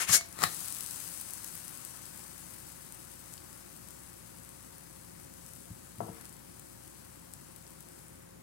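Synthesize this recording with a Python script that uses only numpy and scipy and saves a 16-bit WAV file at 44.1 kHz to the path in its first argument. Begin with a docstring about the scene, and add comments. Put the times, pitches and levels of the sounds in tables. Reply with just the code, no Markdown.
"""A pancake rasps up a frying pan, flies, and lands wet side down with a slap that rings the metal.
The batter sizzles with thousands of bursting bubbles and slowly calms as it dries; single large bubbles
spit. Later the pan bumps on the iron grate and the stove thuds under it. A kitchen hums behind.
The left microphone of a hand-held phone faces the pan, until the phone turns away at the end."""
import sys
import numpy as np
from scipy import signal
from scipy.fft import rfft, irfft, next_fast_len
from scipy.io import wavfile
from scipy.ndimage import uniform_filter1d, map_coordinates

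SR = 44100
rng = np.random.default_rng(int(sys.argv[2]) if len(sys.argv) > 2 else 0)


def unload_audio(sound):
    """Save the sound as a 16-bit wav file, at the path given as the first command line argument."""
    columns = np.transpose(np.atleast_2d(sound))
    # keep every value between -1 and 1, then stretch to whole-number steps
    steps = np.round(np.clip(columns, -1, 1) * 32767)
    wavfile.write(sys.argv[1], SR, steps.astype(np.int16))


N = 371322

# batter hitting the pan: (time [s], relative level [dB])
SLAPS = [(0.0938, -16), (0.2097, -18), (0.389, -18), (0.4197, -13), (0.4297, -9.5), (0.437, -.5),
         (0.4386, -6), (.469, -17)]
# wet batter spreading on hot metal: (frequency [Hz], gain [dB])
SQUELCH_EQ = [(40, -42), (90, -8), (210, -12), (350, -17.5), (550, -11.5), (750, -7), (980, -8),
              (1200, 0.5), (1550, -7.5), (2200, -10), (3200, -17.5), (4000, -12.5), (6000, -15.5),
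              (8000, -10), (15800, -20.5)]
# the pan shivering under the landed cake: (frequency [Hz], gain [dB])
SHIVER_EQ = [(900, -31), (1500, -12), (1900, 2.5), (2300, -11), (3100, -17), (4000, -3.5), (4800, -13),
             (7000, -20), (10000, -10), (15800, -20)]
# the pan's ring under the cake: (frequency [Hz], level [dB], t60 [s])
LOADED_PAN_MODES = [(1220, -5, 0.09), (1820, -1, 0.2), (2100, -1, .12), (2670, -11, 0.089), (4050, 5, .13),
                    (4300, -7, 0.19)]
# draw back, push, flick: (time of top speed [s], relative rasp [dB], rub [dB], rasp half-width [s])
STROKES = [(0.015, -31, -31.5, 0.03), (.096, -30.5, -31.5, 0.0174), (.144, -17.5, -37.5, 0.0262)]
# the crust's bright rasp: (frequency [Hz], gain [dB])
RASP_EQ = [(80, -36), (200, -13.5), (500, -14.5), (1000, -13), (1600, -5), (2300, -10), (3000, -8),
           (4200, -4.5), (5500, -1), (7100, 2), (11000, 0), (14000, -8), (15800, -16)]
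# the dull rub beneath it: (frequency [Hz], gain [dB])
RUB_EQ = [(150, -23), (600, -13), (1000, -2), (1500, -2), (2300, 0), (3500, -9.5), (7000, -33)]
# the pan's ring in the skid: (frequency [Hz], level [dB], t60 [s])
PAN_MODES = [(679, -8.5, 0.34), (1750, -2, 0.076), (2210, -2.5, .22), (4640, -12, 0.16), (5070, -8, .1),
             (5760, 10, 0.062), (6047, -5, 0.081), (6300, -2, 0.088), (6750, 15, 0.065), (7000, 2, .08),
             (7600, 5, 0.088), (7660, -5, .08), (8660, 10, 0.081), (9200, -5, .1), (10100, 1, 0.12),
             (10100, 0, 0.1), (10857, 1, 0.12), (11400, -7, .11)]
# tiny bubbles bursting: (frequency [Hz], gain [dB])
SIZZLE_EQ = [(1500, -33.5), (2500, -12), (3600, -10.5), (4600, -7.5), (5600, -5.5), (7000, -2.5),
             (8100, 1.2), (10000, 0.8), (11200, -2), (12200, -2), (13400, -5.5), (15800, -6.5)]
# steam trapped under the cake: (frequency [Hz], gain [dB])
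STEAM_EQ = [(300, -29), (600, -5.5), (1000, 1), (1400, 0.5), (2100, -2.5), (3000, -9.5), (5000, -15),
            (9000, -48)]
# brief swells and dips in the frying; the one after the knock is the pan scraping on the grate:
# (time [s], sizzle gain [dB], steam gain [dB], half-width [s])
SWELLS = [(5.5, 2, -1, 0.18), (6.21, 1.2, 4.5, 0.08), (7.8, -1, 0.5, 0.25)]
# the largest bubbles: (time [s], relative left level [dB], relative right level [dB], pitch [Hz])
SPITS = [(.326, -29, -40, 8950), (0.747, -21, -42, 9050), (1.1738, -27, -45, 8830),
         (1.2117, -23, -27, 10800), (1.3344, -21, -38, 9700), (1.4431, -22.5, -30, 10600),
         (1.5525, -25, -28, 12000), (1.6935, -29, -45, 9380), (1.849, -23, -42, 9080),
         (2.176, -31, -45, 8150), (2.3782, -35, -45, 8300), (2.6868, -36, -33, 9170),
         (2.9221, -28, -45, 9000), (3.3369, -27.5, -45, 8640), (3.3774, -37, -44, 4400),
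         (3.9055, -34, -48, 9770), (4.7815, -36, -37, 9570), (5.462, -31, -48, 8680),
         (5.534, -31, -48, 9000), (6.21, -33, -48, 8940), (6.2536, -32.5, -33, 7500),
         (6.293, -33, -45, 8450), (6.5947, -31.5, -46, 9000), (7.3358, -26, -38, 9000),
         (7.6655, -40, -42, 5970), (7.8053, -31.5, -48, 8900)]
# pan against grate, darker when soft: (time [s], thud [dB], relative clack [dB], top of the thud [Hz])
BUMPS = [(.092, -32.5, -42, 152), (.4375, -34.5, -28, 450), (5.703, -35, -75, 98), (5.981, -37, -70, 170),
         (6.0045, -37, -19, 300), (6.083, -46, -33.5, 300), (6.089, -34, -36, 450), (6.182, -62, -45, 300)]
# the iron grate: (frequency [Hz], level [dB], t60 [s])
GRATE_MODES = [(328.3, -18, 0.44), (458.5, -17.5, 0.52), (700, 0, 0.063), (790, 2, 0.029),
               (940, -4.5, 0.036), (1090, -27, 0.18), (1327, -23, .25)]
# the stove's sheet-metal body: (frequency [Hz], level [dB], t60 [s])
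STOVE_MODES = [(88, -19, .06), (114, -3, 0.082), (180, 0.5, 0.063), (210, 1.5, 0.045), (289, -3, 0.058)]
# the clack of the contact: (frequency [Hz], gain [dB])
CLACK_EQ = [(40, -47), (150, -19), (400, -5), (560, -5), (750, -0.5), (1000, -4), (1500, -17.5),
            (2500, -29), (5000, -46)]
# the appliances' low drone: (frequency [Hz], gain [dB])
DRONE_EQ = [(20, -61), (38, -43), (55, -11), (85, -1), (125, 0), (170, 0), (210, -4), (260, -6.5),
            (370, -9), (460, -17.5), (600, -15.5), (900, -17), (1500, -37.5)]
# their hum: (frequency [Hz], level [dB])
HUM_TONES = [(59.2, -62), (86.1, -65.5), (118.4, -63), (172, -61), (293, -73), (355.3, -71.5), (527.6, -64)]
# faint steady hiss: (frequency [Hz], gain [dB])
HISS_EQ = [(400, -2.5), (900, 1), (2000, -9), (3300, -11), (4600, -9), (7000, -6.5), (11000, -9.5),
           (15800, -11.5)]
# the kitchen's reverb: (frequency [Hz], t60 before stretching [s])
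KITCHEN_DECAY = [(150, 0.4), (1000, 0.25), (4000, 0.38), (14000, 0.1)]
# the right microphone turning to face the pan: (time [s], share [0-1])
TURN = [(0, 0.08), (7.85, 0.06), (8.05, 1), (8.2, 0.9), (8.42, 0.3)]
# flip and knocks on the shaded right side: (frequency [Hz], gain [dB])
KNOCK_SHADE = [(60, 1), (200, -5.5), (450, -8.5), (750, -15.5), (1200, -15.5), (2300, -9.5), (3200, -12),
               (4400, -9), (8000, -10.5), (11000, -12), (15000, -15)]
# frying on the right before the turn: (frequency [Hz], gain [dB])
SIZZLE_SHADE = [(400, -11.5), (800, -22), (1300, -21), (2400, -13), (3200, -12.5), (4400, -6), (6000, -9.5),
                (8000, -18.5), (11000, -15), (15000, -9)]
# frying on the right when fully turned: (frequency [Hz], gain [dB])
FACING_SHADE = [(400, -17), (1200, -16), (2200, -2), (3300, -18), (6000, -28), (9000, -2), (12000, -22),
                (15000, -24)]

LANDING_S, AWAY_S = .438, 8.03  # the cake lies flat; the phone turns away
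SQUELCH_DB, SQUELCH_RISE_DB_PER_S, SQUELCH_FALL_DB_PER_S = -25, 330, 520
SHIVER_DB, SHIVER_FALL_DB_PER_S = -27, 300
EMPTY_SIZZLE_DB, EMPTY_STEAM_DB = -49, -55.5  # fat frying before the landing
SIZZLE_DB, SIZZLE_FRESH_DB, SIZZLE_CALM_S = -52, 18.5, 1.76  # settled, boost when wet, drying time constant
STEAM_DB, STEAM_FRESH_DB, STEAM_CALM_S = -61, 10.5, 2.92
CATCH_S = 0.045  # time constant of the batter starting to fry
SIZZLE_AWAY_DB_PER_S, STEAM_AWAY_DB_PER_S = 22, 4  # the treble fades fastest
SPRAY_PER_S, SPRAY_OVER_DB, SPRAY_SPREAD_DB, SPRAY_HZ = 8, 9, 1, 8340
CHATTER_S, CHATTER_GAP_S, CHATTER_LOSS_DB = 6.014, .018, 3.5  # the pan rocks after the hardest knock
TOP_HZ = 15950


def landing():
    """The wet side touches in a few slaps that ring the pan, and squeezes out air and steam."""
    since = np.arange(N) / SR - LANDING_S
    squelch_db = SQUELCH_DB - np.maximum(-SQUELCH_RISE_DB_PER_S * since, SQUELCH_FALL_DB_PER_S * since)
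    track = amp(squelch_db) * unit(coloured(grains(rate=5000, spread_db=2), SQUELCH_EQ))
    shiver = (since > 0) * amp(SHIVER_DB - SHIVER_FALL_DB_PER_S * np.abs(since))
    track += shiver * unit(coloured(rng.standard_normal(N), SHIVER_EQ))
    for s, db in SLAPS:
        add(track, s, amp(db + 1) * crest(coloured(snap(splash=0.24, t60=0.0068), SQUELCH_EQ)))
        add(track, s, amp(db - 29) * crest(ring(LOADED_PAN_MODES, attack=.0005)))
    return track


def skid():
    """The crust catches and slips on the pan: a rasp over a dull rub, and the metal rings on."""
    friction = sum(amp(db) * swell(s, half) for s, db, _, half in STROKES)
    pressure = sum(amp(db) * swell(s, 1.12 * half) for s, _, db, half in STROKES)  # outlasts the rasp
    slips = friction * grains(rate=14000, spread_db=3.5)
    rasp = coloured(slips, RASP_EQ)
    metal = signal.oaconvolve(slips, ring(PAN_MODES, attack=.0001))[:N]
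    track = np.std(slips) * (amp(2.5) * unit(rasp) + amp(-4.5) * unit(metal))
    track += pressure * unit(coloured(grains(rate=4000, spread_db=3), RUB_EQ))
    # as the cake leaves, the pan springs back in its lowest mode
    add(track, .145, amp(-38.5) * crest(ring(PAN_MODES[:1], attack=0.011)))
    return track


def frying(sizzle_db, steam_db):
    """Thousands of bursting bubbles fizz, fewer and larger ones crackle; trapped steam sputters lower."""
    fizz = patchy(grains(rate=16000, spread_db=2.5), depth_db=1.2) * amp(0.6 * wobble(35))
    pops = grains(rate=300, spread_db=5.5)
    crackle = amp(-5) * unit(signal.oaconvolve(pops, snap(splash=0.46, t60=0.0068))[:N])
    sizzle = amp(sizzle_db) * unit(coloured(fizz + crackle, SIZZLE_EQ))
    steam = amp(steam_db) * unit(coloured(grains(rate=4000, spread_db=3), STEAM_EQ))
    return sizzle + steam


def frying_levels():
    """Sizzle and steam envelopes in dB: both leap at the landing and calm as the batter dries."""
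    t = np.arange(N) / SR
    age, away = np.maximum(t - LANDING_S, 0), np.maximum(t - AWAY_S, 0)
    sizzle_db = SIZZLE_DB + SIZZLE_FRESH_DB * np.exp(-age / SIZZLE_CALM_S) - SIZZLE_AWAY_DB_PER_S * away
    steam_db = STEAM_DB + STEAM_FRESH_DB * np.exp(-age / STEAM_CALM_S) - STEAM_AWAY_DB_PER_S * away
    for s, sizzle_gain_db, steam_gain_db, half in SWELLS:
        sizzle_db += sizzle_gain_db * swell(s, half)
        steam_db += steam_gain_db * swell(s, half)
    caught = 1 - np.exp(-age / CATCH_S)
    return (caught * sizzle_db + (1 - caught) * EMPTY_SIZZLE_DB,
            caught * steam_db + (1 - caught) * EMPTY_STEAM_DB)


def patchy(x, depth_db):
    """Random patches of gain across pitch and time keep the fizz's colour shifting."""
    spectrum = signal.stft(x, nperseg=512)[2]
    patches = uniform_filter1d(rng.standard_normal(spectrum.shape), size=7, axis=0)  # across pitch
    patches = uniform_filter1d(patches, size=16, axis=1)  # across time
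    return signal.istft(spectrum * amp(depth_db * unit(patches)), nperseg=512)[1][:N]


def burst(hz):
    """A large bubble bursts with a ping of a cycle or two and a little spray; peak 1."""
    t = np.arange(SR // 200) / SR
    ping = t * np.exp(-t * hz / 0.35) * np.sin(2 * np.pi * hz * t)
    pop = signal.fftconvolve(snap(splash=0.12, t60=.01), ping)
    return crest(np.diff(pop))  # so small a source radiates little bass


def spits():
    """The largest bubbles, each reaching the two microphones at its own strength."""
    left, right = np.zeros(N), np.zeros(N)
    for s, left_db, right_db, hz in SPITS:
        add(left, s + .0008, amp(left_db + 5.5) * burst(hz))
        add(right, s + .0008, amp(right_db + 3) * burst(hz))
    return left, coloured(right, [(3000, -3), (7000, -2), (10000, 0)])


def spray(sizzle_db):
    """Smaller bubbles spit at random moments, as strongly as the pan is frying."""
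    track = np.zeros(N)
    for at in np.flatnonzero(rng.random(N) < SPRAY_PER_S / SR):
        size, pitch = rng.standard_normal(2)
        peak_db = sizzle_db[at] + SPRAY_OVER_DB + SPRAY_SPREAD_DB * size
        add(track, at / SR, amp(peak_db) * burst(SPRAY_HZ * np.exp(.15 * pitch)))
    return track


def bumps():
    """The pan knocks and briefly chatters on the iron grate, and the stove under it thuds."""
    track = np.zeros(N)
    chatter = [(CHATTER_S + k * CHATTER_GAP_S, -37 - k * CHATTER_LOSS_DB, -39 - k * CHATTER_LOSS_DB, 218)
               for k in range(4)]
    for s, thud_db, clack_db, top_hz in BUMPS + chatter:
        thud_eq = [(25, -24), (75, 0), (top_hz, 0), (2 * top_hz, -12)]
        add(track, s, amp(thud_db) * crest(coloured(ring(STOVE_MODES, attack=0.012), thud_eq)))
        add(track, s, amp(clack_db - 5) * crest(ring(GRATE_MODES, attack=0.00071)))
        add(track, s, amp(clack_db - 4) * crest(coloured(snap(splash=0.027, t60=0.48), CLACK_EQ)))
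    return track


def appliances():
    """The background bed: appliances drone and hum, reaching the right first, under a faint hiss."""
    t = np.arange(N) / SR
    hum = sum(amp(db + wobble(2.74)) * np.sin(2 * np.pi * hz * t + .5 * wobble(2.926))
              for hz, db in HUM_TONES)
    drone, stray = (unit(coloured(rng.standard_normal(N), DRONE_EQ, size=16384)) for _ in range(2))
    bed = amp(-55) * coloured(drone, [(60, -5), (170, -1), (350, 3.5), (900, -3.5)]) + hum
    right = coloured(bed + amp(-59.5) * stray, [(60, -6.5), (200, -6.5), (420, 0.5), (900, -8)])
    hiss = np.array([unit(coloured(rng.standard_normal(N), HISS_EQ)) for _ in range(2)])
    return np.array([late(bed, 0.00083), right]) + amp(-61.5) * hiss


def reverb(x, stretch):
    """The kitchen's diffuse tail, each frequency dying at its own speed; stretch scales its length."""
    hz, t, noise = signal.stft(rng.standard_normal(SR // 2), SR, nperseg=256)
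    t60 = stretch * along(KITCHEN_DECAY, hz)[:, None]
    tail = signal.istft(noise * amp(-60 * t / t60), SR, nperseg=256)[1]
    return signal.oaconvolve(x, tail / np.linalg.norm(tail))[:N]


def around_phone(direct, scattered):
    """Sound reaching the far microphone: part direct, part by other paths."""
    return .33 * direct + .94 * scattered


def ring(modes, attack):
    """Damped modes after one blow, each at a slightly new strength; a soft blow starts them slowly."""
    t = np.arange(SR // 2) / SR
    tones = sum(amp(db + 2 * rng.standard_normal() - 60 * t / t60) * np.sin(2 * np.pi * hz * t)
                for hz, db, t60 in modes)
    return tones * (1 - np.exp(-t / attack))


def grains(rate, spread_db):
    """Tiny impulses at random moments, mostly small and a few large; rms 1."""
    sizes = amp(spread_db * np.minimum(rng.standard_normal(N), 3.5))
    return unit((rng.random(N) < rate / SR) * sizes * rng.choice([-1, 1], N))


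def snap(splash, t60):
    """A sharp impulse and a short noisy tail."""
    t = np.arange(SR // 8) / SR
    return (t == 0) + splash * amp(-60 * t / t60) * rng.standard_normal(len(t))


def swell(s, half):
    """A bell-shaped envelope: 1 at s, 1/e at half seconds either side."""
    return np.exp(-((np.arange(N) / SR - s) / half) ** 2)


def wobble(rate):
    """A smooth random curve, rate knots a second."""
    return map_coordinates(rng.standard_normal(int(N * rate / SR) + 4), [np.arange(N) * rate / SR])


def coloured(x, eq, size=4096):
    """Minimum-phase EQ through (frequency [Hz], gain [dB]) points."""
    cepstrum = irfft(np.log(amp(along(eq, np.fft.rfftfreq(size, 1 / SR)))))
    cepstrum[1:size // 2] *= 2
    cepstrum[size // 2 + 1:] = 0
    return signal.oaconvolve(x, irfft(np.exp(rfft(cepstrum))))[:len(x)]


def along(points, hz):
    """Read a curve on a log frequency axis."""
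    knots_hz, values = np.transpose(points)
    return np.interp(np.log(hz + 1), np.log(knots_hz + 1), values)


def amp(db):
    """Decibels to gain."""
    return 10 ** (np.asarray(db) / 20)


def unit(x):
    """Scale to rms 1."""
    return x / np.sqrt(np.mean(x ** 2) + 1e-20)


def crest(x):
    """Scale to peak 1."""
    return x / np.abs(x).max()


def add(track, s, sound):
    """Mix a sound into a track at time s."""
    part = track[max(round(s * SR), 0):][:len(sound)]
    part += sound[:len(part)]


def late(x, seconds):
    """Delay by whole samples."""
    return np.pad(x, (round(seconds * SR), 0))[:len(x)]


def scene():
    """The mix: the pan direct on the left, shaded and scattered on the right, the kitchen around it."""
    slap, knocks = landing(), bumps()
    left_spits, right_spits = spits()
    sizzle_db, steam_db = frying_levels()
    # each microphone favours its own side of the crust and its own bubbles
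    near_skid, far_skid = skid(), skid()
    near_fry, far_fry = frying(sizzle_db, steam_db), frying(sizzle_db, steam_db)
    bed = appliances()
    pan = near_skid + slap + knocks + near_fry + left_spits + spray(sizzle_db)
    facing = np.interp(np.arange(N) / SR, *np.transpose(TURN))
    sizzle = around_phone(near_fry, far_fry)
    flip = around_phone(near_skid + slap, far_skid + reverb(slap, stretch=0.1))
    right = (1 - facing) * coloured(sizzle, SIZZLE_SHADE) + facing * coloured(sizzle, FACING_SHADE)
    right += right_spits + coloured(flip + knocks, KNOCK_SHADE)  # low knocks bend round the phone whole
    walls = np.array([late(reverb(pan, stretch=0.86), .005) for _ in range(2)])
    return np.array([late(pan, .00065), right]) + amp(-18.5) * walls + bed


def record(dry):
    """The phone rounds off the highest peaks and keeps nothing above its band limit."""
    rounded = dry / (1 + (dry / .85) ** 6) ** (1 / 6)
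    size = next_fast_len(N + SR // 2)
    passband = np.fft.rfftfreq(size, 1 / SR) < TOP_HZ
    return irfft(rfft(rounded, size) * passband, size)[:, :N]


dry = scene()
out = record(dry)
unload_audio(out)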